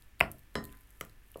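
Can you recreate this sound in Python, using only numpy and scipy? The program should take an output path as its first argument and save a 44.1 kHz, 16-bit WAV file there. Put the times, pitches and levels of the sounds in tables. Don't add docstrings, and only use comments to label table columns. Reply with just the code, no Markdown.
import sys
import numpy as np
from scipy import signal
from scipy.fft import rfft, irfft
from scipy.io import wavfile

SR = 44100
rng = np.random.default_rng(int(sys.argv[2]) if len(sys.argv) > 2 else 0)


def store_pcm(level_fs):
    pcm = np.round(np.clip(level_fs, -1, 1) * 32767).astype(np.int16)
    wavfile.write(sys.argv[1], SR, np.atleast_2d(pcm).T)


N = 61739
T = np.arange(N) / SR

# pitch_hz, width_hz, level_db
WET_TREBLE = [(9050, 6000, -7), (12400, 2600, -0.5), (15000, 2000, -9)]


def amp(db):
    return 10 ** (np.asarray(db) / 20)


def unit(x):
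    return x / np.sqrt(np.mean(x ** 2) + 1e-20)


def at_hz(rows, hz, column=1):
    rows = np.array(rows)
    return np.interp(np.log(hz), np.log(rows[:, 0]), rows[:, column])


def delayed(x, start_s):
    return np.concatenate([np.zeros(max(int(start_s * SR), 0)), x, np.zeros(N)])[:N]


def through(x, response):
    return signal.fftconvolve(x, response)[:N]


def damped(resonances):
    out = np.zeros(N)
    for k, (hz, width_hz, db) in enumerate(resonances):
        rate = np.pi * width_hz
        envelope = 2 * rate ** 2 / SR * T * np.exp(-rate * T)
        out += (-1) ** k * amp(db) * envelope * np.sin(2 * np.pi * hz * T)
    return out


def ring(modes):
    return sum(amp(db - 60 * T / t60_s) * np.sin(2 * np.pi * hz * T) for hz, db, t60_s in modes)


def room_tone():
    # frequency_hz, relative_db
    air_spectrum = [(20, 1), (48, 0.5), (78, -10), (105, -13.5), (135, -20), (290, -20.5), (600, -30),
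                    (1100, -28), (1700, -25.5), (2800, -28.5), (4200, -36.5), (7000, -39), (15000, -38.5)]
    # pitch_hz, level_db
    hum_tones = [(50, -63), (100, -72.5), (1756, -79.5)]
    hz = np.maximum(np.arange(N // 2 + 1) * SR / N, 1)
    air = irfft(rfft(rng.standard_normal(N)) * amp(at_hz(air_spectrum, hz)), N)
    hum = sum(amp(db) * unit(np.sin(2 * np.pi * pitch_hz * T)) for pitch_hz, db in hum_tones)
    return amp(db=-58.5) * unit(air) + hum


def fizz():
    # time_s, level_db
    level_curve = [(0, -72.5), (.15, -85), (.33, -73.5), (.5, -77.5), (.62, -74), (.68, -67), (.85, -72),
                   (1.03, -70), (1.15, -79), (1.27, -74.5), (1.39, -69.5)]
    bursts_per_s, spread_db = 2300, 4
    sizes = amp(spread_db * np.minimum(rng.exponential(1, N), 5)) * rng.choice([-1, 1], N)
    bursts = sizes * (rng.random(N) < bursts_per_s / SR)
    envelope = amp(np.interp(T, *np.transpose(level_curve)))
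    return envelope * unit(through(bursts, damped(WET_TREBLE)))


def smacks(room):
    # start_s, treble_db, pocket_db, pocket_hz
    snaps = [(0.0226, -29, -27.5, 4240), (0.1954, -23.5, -22, 4650), (0.2034, -6.5, -25, 4000),
             (0.2048, -11, 2.5, 2180), (0.2096, -11, -9, 4800), (0.3158, -14, -27.5, 4470),
             (0.3201, -22.5, -44, 4300), (.3845, -30.5, -49, 4290), (.3925, -29, -41, 4340),
             (0.543, -34, -34, 4300), (.6406, -14.5, -15, 4380), (0.6446, -26, -27, 4300),
             (.6527, -16, -24, 4020), (0.6929, -46, -26, 2680), (0.7258, -26, -28.5, 3700),
             (.7715, -32.5, -34, 4340), (.8095, -32.5, -41.5, 4300), (.9055, -29.5, -45, 4510),
             (1.0024, -28.5, -49.5, 4300), (1.0498, -24, -30, 3300), (1.0962, -33, -27.5, 4080),
             (1.3172, -26.5, -50, 4370), (1.3439, -42, -22.5, 2800), (1.3725, -24.5, -34.5, 4330),
             (1.393, -29, -48, 4300)]
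    spray_samples, spray_decay_s, first_click, pocket_width_hz = 512, 0.00064, .35, 1400
    treble, out = damped(WET_TREBLE), np.zeros(N)
    for start_s, treble_db, pocket_db, pocket_hz in snaps:
        spray = rng.standard_normal(spray_samples) * np.exp(-T[:spray_samples] / spray_decay_s)
        spray = spray / np.linalg.norm(spray) + first_click * signal.unit_impulse(spray_samples)
        colour = amp(treble_db) * treble + damped([(pocket_hz, pocket_width_hz, pocket_db)])
        out += delayed(np.convolve(spray, colour[:spray_samples]), start_s)
    return out + amp(db=3.5) * through(out, room)


def kitchen_echo():
    # frequency_hz, level_db, t60_s
    tail = [(80, 9, .4), (232, -4.5, 0.39), (600, -6, 0.28), (1150, -7.5, 0.21), (2500, -19, 0.2),
            (5000, -11.5, 0.15), (12000, -18.5, .22)]
    predelay_s, build_s = .003, .004
    hz = np.arange(N // 2 + 1) * SR / N
    white, out = rfft(rng.standard_normal(N)), np.zeros(N)
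    edges_hz = 45 * 2 ** (np.arange(18) / 2)
    for low, high in zip(edges_hz, edges_hz[1:]):
        centre_hz = np.sqrt(low * high)
        t60_s = at_hz(tail, centre_hz, column=2)
        band = irfft(white * ((hz >= low) & (hz < high)), N)
        band *= amp(-60 * T / t60_s) * (1 - np.exp(-T / build_s))
        out += amp(at_hz(tail, centre_hz)) * unit(band) * np.sqrt(2 * (high - low) / SR / N)
    return delayed(out, predelay_s)


def bending_waves(x):
    crossing_s, reference_hz = .0013, 976
    hz = np.arange(N + 1) * SR / (2 * N)
    phase_lag = 4 * np.pi * crossing_s * np.sqrt(reference_hz * hz)
    return irfft(rfft(x, 2 * N) * np.exp(-1j * phase_lag))[:N]


def counter_thud(level_db, tilt_db_per_octave):
    # pitch_hz, level_db, t60_s
    wood_modes = [(73, -43, .52), (125, -42, .38), (153, -43, .32), (220, -37, .36), (272, -43, .45),
                  (406, -39, .32)]
    pivot_hz, rise_s = 130, 0.0022
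    tilted = [(hz, db + level_db + tilt_db_per_octave * np.log2(hz / pivot_hz), t60_s)
              for hz, db, t60_s in wood_modes]
    return ring(tilted) * (1 - np.exp(-T / rise_s))


def spatula_blows(room):
    # start_s, contact_db, thud_db, thud_tilt_db_per_octave,
    # glass_db, echo_send_db, rebound_after_s, rebound_db
    blows = [(0.2081, 1, -2.5, -5.5, -24, -0.5, 0.00062, -13.5),
             (0.5538, -2, 1, 0.5, 1.5, 5.5, 0.001042, -10.5),
             (1.0098, -2, -19.5, -7, -20.5, 0.5, 0.001176, -11),
             (1.3566, -2, -27.5, -5, -33, 0.5, 0.0012, -10)]
    # pitch_hz, width_hz, level_db
    hard_knock = [(120.8, 130, 7.5), (319.6, 200, 8), (668, 220, 18.5), (905, 340, 6), (1018, 170, 17.5),
                  (1480, 500, 14), (2070, 370, 19.5), (2623, 494, 19.5)]
    bare_clink = [(195.3, 160, 5.5), (494, 310, 8.5), (860, 200, 2.5), (1213, 154, 8.5), (1810, 470, 10),
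                  (3100, 440, 3.5), (4000, 900, -10.5), (5090, 610, -2.5), (6300, 800, -32),
                  (7700, 670, -6.5), (9100, 3500, -22.5), (11800, 2700, -21)]
    light_tap = [(124, 180, -5), (508, 430, 0.5), (1260, 260, 3.5), (2038, 630, 1.5), (3110, 650, -4),
                 (4630, 900, -16), (5840, 310, -8), (6800, 640, -8.5), (7820, 260, -3), (9550, 900, -5.5),
                 (12450, 280, -6), (15100, 1800, -8)]
    dull_plop = [(517, 307, 4.5), (1116, 350, -8.5)]
    # pitch_hz, level_db, t60_s
    glass_modes = [(1016, -51, .64), (1021, -43, .16), (1292, -46, .15), (1529, -59, .4), (1848, -48, .42),
                   (1868, -50, .14), (2035, -45, .15), (3966, -47, .16), (4169, -53, .15), (5231, -45, .17),
                   (6595, -59, .25), (6618, -63, .12), (7573, -60, .14), (8088, -60, .11), (9692, -57, .14),
                   (13200, -63, .12)]
    widening = 1.3
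    glass, out = ring(glass_modes), np.zeros(N)
    for blow, resonances in zip(blows, (hard_knock, bare_clink, light_tap, dull_plop)):
        start_s, contact_db, thud_db, tilt, glass_db, send_db, rebound_s, rebound_db = blow
        contact = amp(contact_db) * bending_waves(damped(resonances))
        rebound = -amp(rebound_db) * delayed(contact, rebound_s)
        broadened = damped([(hz, width_hz * widening, db) for hz, width_hz, db in resonances])
        echo = amp(contact_db + send_db) * through(broadened, room)
        thud = counter_thud(thud_db, tilt)
        out += delayed(contact + rebound + echo + thud + amp(glass_db) * glass, start_s)
    return out


def scrape():
    # pitch_hz, width_hz, level_db
    blade_resonances = [(1480, 700, -1), (2090, 500, -4), (2660, 1800, -13)]
    peak_s, half_length_s, slips_per_s = 0.734, 0.04, 1500
    slips = rng.standard_normal(N) * (rng.random(N) < slips_per_s / SR)
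    swell = np.exp(-((T - peak_s) / half_length_s) ** 2)
    return amp(db=-64) * swell * unit(through(slips, damped(blade_resonances)))


def scene():
    room = kitchen_echo()
    return (spatula_blows(room) + smacks(room) + fizz() + room_tone() + scrape())[None]


def record(dry):
    cutoff_hz = 16000
    return signal.sosfilt(signal.ellip(10, .2, 70, cutoff_hz, fs=SR, output="sos"), dry)


dry = scene()
out = record(dry)
store_pcm(out)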